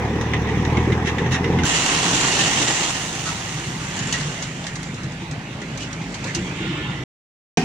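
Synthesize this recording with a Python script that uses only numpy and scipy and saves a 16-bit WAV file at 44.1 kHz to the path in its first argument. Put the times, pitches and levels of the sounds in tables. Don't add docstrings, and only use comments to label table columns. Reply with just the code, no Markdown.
import sys
import numpy as np
from scipy import signal
from scipy.io import wavfile
from scipy.ndimage import uniform_filter1d

SR = 44100
rng = np.random.default_rng(int(sys.argv[2]) if len(sys.argv) > 2 else 0)


def how_loud(loudness_db):
    steps = np.asarray(loudness_db, float) / 20
    return 10 ** steps


def generate_wav(sig):
    pcm = np.round(np.clip(np.atleast_2d(sig).T, -1, 1) * 32767).astype(np.int16)
    wavfile.write(sys.argv[1], SR, pcm)


N = 336921


def evened(x):
    return x / np.sqrt(np.mean(x ** 2) + 1e-20)


def read(points, hz):
    f, value = np.transpose(points)
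    return np.interp(np.log(hz + 1), np.log(f + 1), value)


# start in seconds, end in seconds.
SHOT_TIMES = [
    (0, 1.652),
    (1.643, 7.0385),
    (7.5717, 7.64),
]


def played(rows, shot):
    s, *columns = np.transpose(rows)
    start_s, end_s = SHOT_TIMES[shot]
    t = np.arange(round(start_s * SR), min(round(end_s * SR), N)) / SR
    return [np.interp(t, s, c) for c in columns]


def add(mix, s, sound):
    part = mix[..., round(s * SR):][..., :sound.shape[-1]]
    part += sound[..., :part.shape[-1]]


def drift(size, hz):
    steps = rng.standard_normal(size // 64 + 400)
    slow = evened(signal.lfilter(*signal.butter(2, hz * 128 / SR), steps)[398:])
    return np.interp(np.arange(size) / 64, np.arange(len(slow)), slow)


def resonate(x, hz, width_hz):
    turn = np.exp(2j * np.pi * hz * np.arange(x.shape[-1]) / SR)
    r = np.exp(-np.pi * width_hz / SR)
    return 2 * (turn * signal.lfilter([1 - r], [1, -r], x / turn)).real


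# frequency in Hz, left-right likeness (0 to 1).
LIKENESS = [
    [(60, 0.94), (290, 0.99), (640, 0.91), (1400, 0.56), (3100, 0.062), (15000, 0.24)],
    [(60, 0.99), (290, 0.97), (640, 0.83), (1400, 0.62), (3100, 0.22), (15000, 0.057)],
]
# frequency in Hz, left minus right in dB.
BALANCE = [
    [(60, 1), (150, -0.5), (380, -0.5), (950, 0), (2380, -3.5), (5980, -3), (15000, 1.5)],
    [(60, -1.5), (150, -0.5), (380, -1), (950, 1.5), (2380, -5.5), (5980, -2.0), (15000, 1)],
]
# frequency in Hz, phase by which left leads in radians.
PHASE_LEAD = [
    [(500, 0), (1890, .9), (2240, 1.3), (2670, -.1), (3790, 7.9), (6550, 10.4), (8960, 24), (14600, 37.6)],
    [(500, 0), (1030, -.7), (1640, -1.9), (2930, .7), (4130, -.9), (7240, 11.5), (9130, 17.3),
     (13000, 31.7)],
]


def ports(size, spectrum, view, patchy_db, stones=None):
    drive = rng.standard_normal((size + 1024, 2), np.float32).T * (1 if stones is None else stones)
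    hz, _, (a, b) = signal.stft(drive, SR, nperseg=1024, noverlap=512)
    patches = rng.standard_normal(a.T.shape, np.float32).T
    patches = evened(uniform_filter1d(uniform_filter1d(patches, 10, 0), 5, 1))
    same = np.clip(read(LIKENESS[view], hz), -1, 1)[:, None]
    half_lean = how_loud(read(BALANCE[view], hz)[:, None] / 2)
    delay = np.exp(-1j * read(PHASE_LEAD[view], hz))[:, None]
    left = a * half_lean
    right = (same * a * delay + np.sqrt(1 - same ** 2) * b) / half_lean
    z = np.array([left, right]) * how_loud(read(spectrum, hz)[:, None] + patchy_db * patches)
    return evened(signal.istft(z, SR, nperseg=1024, noverlap=512)[1][:, 512:512 + size])


def tones(turns, orders, uneven_db, swell_hz, slip, scatter):
    total = 0
    for k, db in orders:
        level = how_loud(db + uneven_db * np.tanh(drift(len(turns), swell_hz)))
        phase = slip * drift(len(turns), 2.8) + scatter * rng.standard_normal()
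        total = total + level * np.sin(2 * np.pi * k * turns + phase)
    return evened(total)


def puffs(turns, depth, fade):
    strength = how_loud(2.5 * np.clip(rng.standard_normal(1000), -1.5, 1.5))[turns.astype(int)]
    pulse = uniform_filter1d(strength * np.exp(-(turns % 1) / fade), 40)
    return evened(1 - np.clip(depth, 0, 1) + depth * pulse)


# time in seconds, firing rate in Hz, load in dB.
FAR_DRIVE = [(1.65, 56.6, 5), (1.82, 58.15, 2.5), (2.2, 63.1, 4.5), (2.55, 61.9, 3.5), (2.75, 52.75, -4),
             (3.0, 53.55, -1), (3.4, 53.47, -1), (3.68, 63.15, 1.5), (4.02, 63.04, 3.5), (4.2, 54.54, 3),
             (4.5, 50.97, 0), (5.05, 50.86, -1), (5.8, 52.7, 2), (6.1, 54.37, 1.5), (6.35, 54.4, 4),
             (6.63, 61.4, 4.5), (6.78, 61, 3.5), (7.04, 60.9, 2)]
# multiple of the firing rate, level in dB.
FAR_TONE = [(1, -1.5), (2, -2.5), (3, -0.5), (4, -2.5), (5, -1.5), (6, -14.5)]
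# multiple of the firing rate, level in dB.
IDLE_TONE = [(3, -10), (4, -7.5), (5, -0.5), (6, 2.5), (7, -3.5), (8, -11), (9, -15)]
# frequency in Hz, density in dB per Hz.
YARD_EXHAUST = [(25, -32.5), (45, -30), (75, -15.5), (108, -2.5), (150, -2), (180, -3.5), (226, -7.5),
                (330, -10), (620, -20.5), (810, -47), (1360, -100)]
# frequency in Hz, density in dB per Hz.
YARD_CLATTER = [(260, -33.5), (450, -9.5), (856, -3), (1020, -7), (1360, -6.5), (2100, -4), (4700, -18),
                (6630, -21.5), (9200, -31.5), (11300, -39), (13800, -46), (14800, -33.5), (16000, -44.5)]


def yard_engines():
    far_hz, load_db = played(FAR_DRIVE, 1)
    size = len(far_hz)
    idle_hz = 26.02 + 0.41 * drift(size, 2.05)
    far, idle = np.cumsum(far_hz) / SR, np.cumsum(idle_hz) / SR
    far_tone = how_loud(-41.5 + load_db) * tones(far, FAR_TONE, 5, 8, .6, 2)
    idle_tone = how_loud(-35) * tones(idle, IDLE_TONE, 5, 8, .6, 2)
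    rumble = ports(size, YARD_EXHAUST, 1, 2.3) * puffs(idle, 0.22, 0.39)
    block = ports(size, YARD_CLATTER, 1, 2.5) * puffs(far, 0.26, 0.58)
    noise = how_loud(-34.5 + load_db) * rumble + how_loud(-36.5 + 0.81 * load_db) * block
    return far_tone + idle_tone + noise


def sand(t):
    spectrum = [(7500, -13.5), (9500, 7.5), (13000, -6.5), (13900, -13.5), (14600, 0.5), (16000, -5.5)]
    hold_s, thin_db_per_s = 3.15, 9.5
    return how_loud(-45 - thin_db_per_s * np.maximum(t - hold_s, 0)) * ports(len(t), spectrum, 1, 1.3)


# time in seconds, flow in dB.
GRAVEL_FLOW = [(1.65, -20.5), (2.45, -19.5), (2.85, -22.5), (3.05, -27.5), (3.8, -34), (4.15, -29),
               (4.5, -37.5), (5.45, -50), (6.31, -40)]
# frequency in Hz, density in dB per Hz.
GRAVEL_COLOUR = [(180, -14.5), (300, -2), (574, -11), (774, -4), (1480, -8), (1870, -6.5), (2440, -9.5),
                 (2790, -4.5), (4910, -11.5), (6410, -6), (9090, -18.5), (11900, -36.5), (13800, -38.5),
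                 (14600, -35), (16000, -36)]
# frequency in Hz, width in Hz, level in dB.
BED_PLATES = [(2800, 300, -21), (1870, 150, -20), (7200, 300, -19)]


def gravel(t):
    size, stones_per_s, rattle_s, stop_s = len(t), 2500, 0.0017, 6.45
    hits = how_loud(4.0 * np.minimum(rng.exponential(1, size + 1024), 5))
    hits = hits * (rng.random(size + 1024) < stones_per_s / SR)
    stones = 1.7 + evened(signal.lfilter([1], [1, -np.exp(-1 / (rattle_s * SR))], hits))
    stream = ports(size, GRAVEL_COLOUR, 1, 1.1, stones) * how_loud(.7 * drift(size, 20))
    stream += sum(how_loud(db + 4.3 * drift(size, 4.9)) * evened(resonate(stream, hz, width))
                  for hz, width, db in BED_PLATES)
    flow_db, = played(GRAVEL_FLOW, 1)
    return how_loud(flow_db - 30 * np.clip(t - stop_s, 0, .3)) * stream


# frequency in Hz, width in Hz, level in dB.
BUCKET_PLATES = [(1430, 41, 2), (1760, 24, 5), (2120, 38, -5), (2660, 74, -6), (2780, 87, 0), (2960, 69, 1),
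                 (3230, 66, 2), (3580, 27, 2.5), (3700, 40, -18)]


def scrape():
    top_s, rise_s, fall_s = 6.7, 0.058, 0.11
    late = SHOT_TIMES[1][1] - 1 + np.arange(SR) / SR - top_s
    level_db = -32.5 - (late / np.where(late < 0, rise_s, fall_s)) ** 2
    rub = ports(SR, [(600, -25), (1500, 0), (3800, 0), (4600, -25), (7000, -80)], 1, 1.5)
    plates = sum(how_loud(db) * resonate(rub, hz, .4 * width) for hz, width, db in BUCKET_PLATES)
    shell_hz, shell_width_hz = 320, 105
    groan = resonate(rng.standard_normal(SR), shell_hz, shell_width_hz)
    groan = how_loud(-7) * evened(resonate(groan, shell_hz, shell_width_hz))
    return how_loud(level_db) * (evened(evened(plates) + .7 * rub) + groan)


def yard():
    mix = yard_engines()
    t = SHOT_TIMES[1][0] + np.arange(mix.shape[1]) / SR
    mix = mix + sand(t) + gravel(t)
    mix[:, -SR:] += scrape()
    return mix


# frequency in Hz, density in dB per Hz.
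CLOSE_EXHAUST = [(24, -45), (40, -33), (130, -4), (253, -2), (445, -6), (547, -46), (620, -26), (810, -58)]
# frequency in Hz, density in dB per Hz.
CLOSE_CLATTER = [(350, -48), (600, -22), (727, -2.5), (1370, -21), (1880, -14), (2040, -18), (2500, -9.5),
                 (4110, -25), (5790, -20), (16000, -52)]
# frequency in Hz, level in dB, time to fall 60 dB in seconds.
BANG_PLATES = [(137, -16, 0.12), (244, -12, 0.6), (330, -14, 0.081), (441.4, -16, 0.31), (716, -5.5, 0.058),
               (1570, -18.5, 0.16), (1855, -18, 0.15), (2100, -23, 0.17), (2480, -21.5, 0.089)]


def digger():
    t = np.arange(N - round(SHOT_TIMES[2][0] * SR)) / SR
    jolt_db, jolt_s = 8, 0.019
    jolt = how_loud(jolt_db * np.exp(-(t / jolt_s) ** 2))
    ring = sum(how_loud(db - 60 * t / t60) * np.sin(2 * np.pi * (hz * t + rng.random())) for hz, db, t60 in BANG_PLATES)
    rumble = how_loud(-24) * ports(len(t), CLOSE_EXHAUST, 0, 1.5)
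    block = how_loud(-27.5) * ports(len(t), CLOSE_CLATTER, 0, 1.5)
    return jolt * (rumble + block) + how_loud(-21) * evened(ring) * np.minimum(t / .006, 1)


# start in seconds, level in dB, frequency in Hz.
HOLLOW_THUDS = [(1.251, -12, 126.6), (1.481, -21, 320), (1.529, -15, 130.6), (1.55, -22, 228),
                (1.57, -18, 174), (2.05, -15.5, 174), (3.6, -31, 340), (4.2, -19.5, 145.4),
                (5.035, -23, 150.7), (5.22, -25, 334), (6.365, -17, 342), (6.385, -19.5, 185),
                (6.219, -24, 142.2), (6.25, -27, 530), (6.41, -33, 151), (6.484, -28, 138),
                (6.511, -33.5, 293), (6.535, -26, 165), (6.6, -22, 330), (6.665, -22.5, 344),
                (6.701, -20, 300), (6.74, -25, 352), (6.675, -24, 175), (6.715, -28, 148),
                (6.775, -23.5, 302), (6.82, -28, 159.6), (6.876, -25, 135), (6.915, -23, 147)]
# start in seconds, level in dB, frequency in Hz.
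STONE_PINGS = [(3.967, -25, 7080), (3.991, -21.5, 6840), (4.072, -22, 7300), (4.127, -17, 6900),
               (4.4227, -28, 6700), (4.7563, -35, 6640), (4.83, -35, 9540), (4.943, -42, 5780),
               (5.93, -29, 5760), (7.572, -17, 5760)]
# start in seconds, level in dB, frequency in Hz, cycles until 60 dB down.
BUCKET_BANG = [
    (7.577, -7.5, 160, 16.5),
    (7.572, -24, 2960, 86),
]


def thuds():
    out, t = np.zeros(N), np.arange(12000) / SR
    thud_cycles, ping_cycles = 48, 210
    hollow = [row + (thud_cycles,) for row in HOLLOW_THUDS]
    bright = [row + (ping_cycles,) for row in STONE_PINGS]
    for s, db, hz, cycles in hollow + bright + BUCKET_BANG:
        rise = 1 - np.exp(-t * hz / 1.2)
        add(out, s, how_loud(db - 60 * t * hz / cycles) * rise * np.sin(2 * np.pi * hz * t))
    return out


# start in seconds, level in dB.
GRIT_SNAPS = [(.211, -36), (1.6475, -25), (4.126, -36), (4.64, -42), (4.8297, -32), (5.12, -42),
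              (5.617, -42), (6.142, -42), (6.348, -42)]


def ticks():
    out, t, fade_s = np.zeros(N), np.arange(300) / SR, .0007
    for s, db in GRIT_SNAPS:
        snap = signal.lfilter([.5], [1, -.5], rng.standard_normal(300))
        add(out, s, how_loud(db) * np.exp(-t / fade_s) * snap)
    return out


# frequency in Hz, density in dB per Hz.
CHIP_COLOUR = [
    [(2240, -37.5), (3800, -7.5), (4700, -14.5), (5600, -6), (6700, -8), (8360, -26), (9200, -19.5),
     (15100, -62), (16000, -44)],
    [(2240, -27), (3800, -3), (5040, -5), (6530, -1), (7920, -10.5), (9480, -17), (11500, -35),
     (16000, -36.5)],
]
# start in seconds, blow in dB, ring in Hz.
LINKAGE_KNOCKS = [(0.3349, -8, 2010), (0.4879, -17.5, 1930), (0.514, -27, 2030), (.5571, -35, 2130),
                  (.2857, -40.5, 1900), (0.467, -38, 2090), (.7467, -27.5, 2110), (.7695, -10.5, 2172),
                  (.9203, -11.5, 2070), (1.0783, -15, 1830), (1.183, -9.5, 1940), (1.2613, -15.5, 1835),
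                  (1.338, -41, 1870), (1.4424, -11, 2020), (1.587, -11.5, 2070)]
# start in seconds, blow in dB, ring in Hz, bright part in dB re blow.
STEEL_STRIKES = [(0.2111, -17, 1900, -11), (0.6496, -17, 1940, -11), (1.634, -12, 1540, -8),
                 (2.83, -26, 3090, 9), (2.6782, -10.5, 2810, -3), (3.4926, -30, 2030, -6),
                 (4.4321, -33, 2980, 1), (5.7111, -36, 2330, -10), (6.0149, -24, 2110, -10),
                 (3.9684, -29, 1856, 2), (3.991, -21, 2780, -5), (4.0708, -23, 2894, -6),
                 (4.125, -11.5, 2966, -2), (4.4247, -21.5, 2100, 0.5), (4.455, -28, 3000, -11),
                 (4.64, -24, 3480, -5), (4.6667, -18, 1852, -4), (4.7552, -31, 2110, 7),
                 (4.8296, -24, 2100, -5), (4.9425, -32, 2060, 1), (5.033, -30.5, 2288, 1.5),
                 (5.1202, -31, 1668, -3), (5.311, -28, 1920, 0.5), (5.6167, -22.5, 1940, -8),
                 (5.7744, -35.5, 2717, 10), (5.9285, -34, 3040, 6), (6.1423, -22.5, 3130, -1),
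                 (6.241, -23.5, 2640, -0.5), (6.3481, -16, 2780, 1.5), (7.57, -21.5, 1870, 3)]
# start in seconds, blow in dB, ring in Hz, bright part in dB, length in seconds.
LONG_RATTLES = [(1.046, -22, 1980, -16, .004), (1.056, -16, 1810, -14, .004), (1.069, -14, 1850, -15, .006),
                (1.088, -46, 1900, -14, .004), (1.308, -19, 1950, -11, .004),
                (1.317, -15.5, 1810, -11, .004), (1.328, -12, 1824, -12, .004),
                (1.343, -11.5, 1900, -21, 0.0027), (2.312, -17, 2720, -3, 0.032),
                (2.38, -15, 1804, -3, 0.033), (3.251, -16.5, 1312, -5, 0.042),
                (4.135, -14, 1924, -19, 0.016), (4.196, -17, 1990, -7, 0.016),
                (5.796, -25, 2930, -4.5, 0.04), (6.26, -27, 1800, -9, 0.034)]
# multiple of the ring, level in dB.
LINK_RING = [(1, 1), (1.1, -4), (1.47, -0.5), (1.7, -10.5), (2.06, -9)]


def clanks():
    cut = round(SHOT_TIMES[0][1] * SR)
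    body = ports(N, [(400, -12.0), (1500, -1.5), (3800, -2.5), (4600, -33.5), (7000, -79.5)], 0, 1.4)
    chip = np.hstack([ports(cut, CHIP_COLOUR[0], 0, 0.72), ports(N - cut, CHIP_COLOUR[1], 1, 0.78)])
    blows_per_s, blow_s = 1100, 0.0027
    blows = rng.exponential(1, N) * (rng.random(N) < blows_per_s / SR)
    cluster = 0.81 + 0.49 * evened(signal.lfilter([1], [1, -np.exp(-1 / (blow_s * SR))], blows))
    out, t = np.zeros((2, N)), np.arange(4500) / SR
    knocks = [row + (-20.5,) for row in LINKAGE_KNOCKS]
    for s, db, hz, bright_db, *length in knocks + STEEL_STRIKES + LONG_RATTLES:
        at = slice(round(s * SR), round(s * SR) + len(t))
        length_s = sum(length)
        now = t[:body[:, at].shape[1]]
        late = np.maximum(now - .002 - length_s, 0)
        rise = np.minimum(now / (0.001 + 0.31 * length_s), 1)
        struck = np.sin(2 * np.pi * hz * now) + 0.53 * np.sin(2 * np.pi * 0.91 * hz * now)
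        if length:
            t60, body_share = 0.16, .22
            rise = rise * cluster[at]
            link = evened(sum(how_loud(mode_db) * resonate(body[:, at], k * hz, 50) for k, mode_db in LINK_RING))
            ring = .6 * struck + 0.61 * link
        else:
            t60, body_share = 0.13, .4
            rise = rise * how_loud(4.5 * np.exp(-now / 0.00506))
            ring = 0.88 * struck
        dull = (0.63 * ring + body_share * body[:, at]) * how_loud(-60 * late / t60)
        bright = how_loud(bright_db) * chip[:, at] * how_loud(-60 * late / (0.87 * t60))
        add(out, s, how_loud(db - 9.0) * rise * (dull + bright))
    return out


# time in seconds, shaft speed in Hz, load in dB.
NEAR_DRIVE = [(0, 36.5, -0.5), (.15, 37.88, -3), (.55, 38.93, 1), (.8, 39.81, 4), (.92, 40.45, 2),
              (1.05, 40.79, -1.5), (1.38, 42.35, -1.5), (1.5, 43, 1), (1.65, 42.82, 5.5)]
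# multiple of the shaft speed, level in dB.
NEAR_TONE = [(.5, -30.5), (1, -9.5), (2, 6), (2.5, -19), (3, 6), (3.5, -8.5), (4, -0.5), (4.5, -23.5),
             (5, -10), (5.5, -12), (6, -11.5), (6.5, -14.5), (7, -14), (7.5, -16), (8, -16.5)]
# frequency in Hz, density in dB per Hz.
NEAR_EXHAUST = [(25, -29), (40, -29.5), (65, -21), (100, -6.5), (145, -0.5), (230, -4), (312, -8),
                (400, -7), (490, -8.5), (620, -27.5), (810, -52.5)]
# frequency in Hz, density in dB per Hz.
NEAR_CLATTER = [(350, -32), (600, -13), (758, -0.5), (984, -2), (1430, -13), (1900, -6), (2340, -11),
                (3480, -17.5), (4710, -27.5), (5870, -21), (8500, -37.5), (13800, -59.5), (14700, -53.5),
                (16000, -59)]
FIRING_DB = [1.5, 0, 1.5, -0.5]


def near_loader():
    hz, load_db = played(NEAR_DRIVE, 0)
    turns = np.cumsum(hz) / SR + 0.1
    rumble = ports(len(hz), NEAR_EXHAUST, 0, 1.5) * puffs(turns + 0.12, 0.5, 0.4)
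    block = ports(len(hz), NEAR_CLATTER, 0, 2.1) * puffs(turns + 0.048, 0.31, 0.5)
    shift_db = 2.14 * np.maximum(hz - 40.4, 0)
    pipe = [(k, db + shift_db * ((k == 4) - (k == 3))) for k, db in NEAR_TONE]
    orders = -how_loud(-25.5 + load_db) * tones(turns, pipe, 1.2, 5, .2, .15)
    firing_db = np.take(FIRING_DB, np.round(turns).astype(int), mode="wrap")
    firing = how_loud(uniform_filter1d(firing_db, size=300))
    noise = how_loud(0.34 * load_db) * (how_loud(-24) * firing * rumble + how_loud(-29) * block)
    return firing * orders + noise


def scene():
    mix = clanks() + thuds() + ticks()
    mix[:, round(SHOT_TIMES[1][1] * SR):round(SHOT_TIMES[2][0] * SR)] = 0
    first, second = near_loader(), yard()
    overlap = round((SHOT_TIMES[0][1] - SHOT_TIMES[1][0]) * SR)
    first[:, -overlap:] *= np.linspace(1, .5, overlap)
    second[:, :overlap] *= .25
    for (s, _), sound in zip(SHOT_TIMES, (first, second, digger())):
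        add(mix, s, sound)
    return mix


def top_cut(x):
    return signal.sosfilt(signal.butter(12, 16880, fs=SR, output="sos"), x)


# frequency in Hz, share of nearby power under which treble is dropped.
TREBLE_MASK = [(4000, .05), (6500, .1), (7500, .2), (9000, .55), (10000, 1.1), (11000, 1.5), (14000, 1.6),
               (15000, 1.2)]


def record(dry):
    edge_hz = 15800
    hz, _, z = signal.stft(dry, SR, nperseg=2048, noverlap=1024)
    power = abs(z.mean(0)) ** 2 + .3 * abs(z[0] - z[1]) ** 2
    power = uniform_filter1d(power, size=3, axis=0)
    treble = power[(hz > 10000) & (hz < edge_hz)].sum(0)
    calm = treble < 2.6 * np.roll(treble, 2)
    masked = power < uniform_filter1d(power, size=40, axis=0) * read(TREBLE_MASK, hz)[:, None]
    lost = calm & masked | (hz > edge_hz)[:, None]
    kept = dry - signal.istft(z * lost, SR, nperseg=2048, noverlap=1024)[1][:, :N]
    t = np.arange(N) / SR
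    kept *= np.clip(np.maximum(SHOT_TIMES[1][1] - t, t - SHOT_TIMES[2][0]) / .001, 0, 1)
    return top_cut(kept)


dry = scene()
out = record(dry)
generate_wav(out)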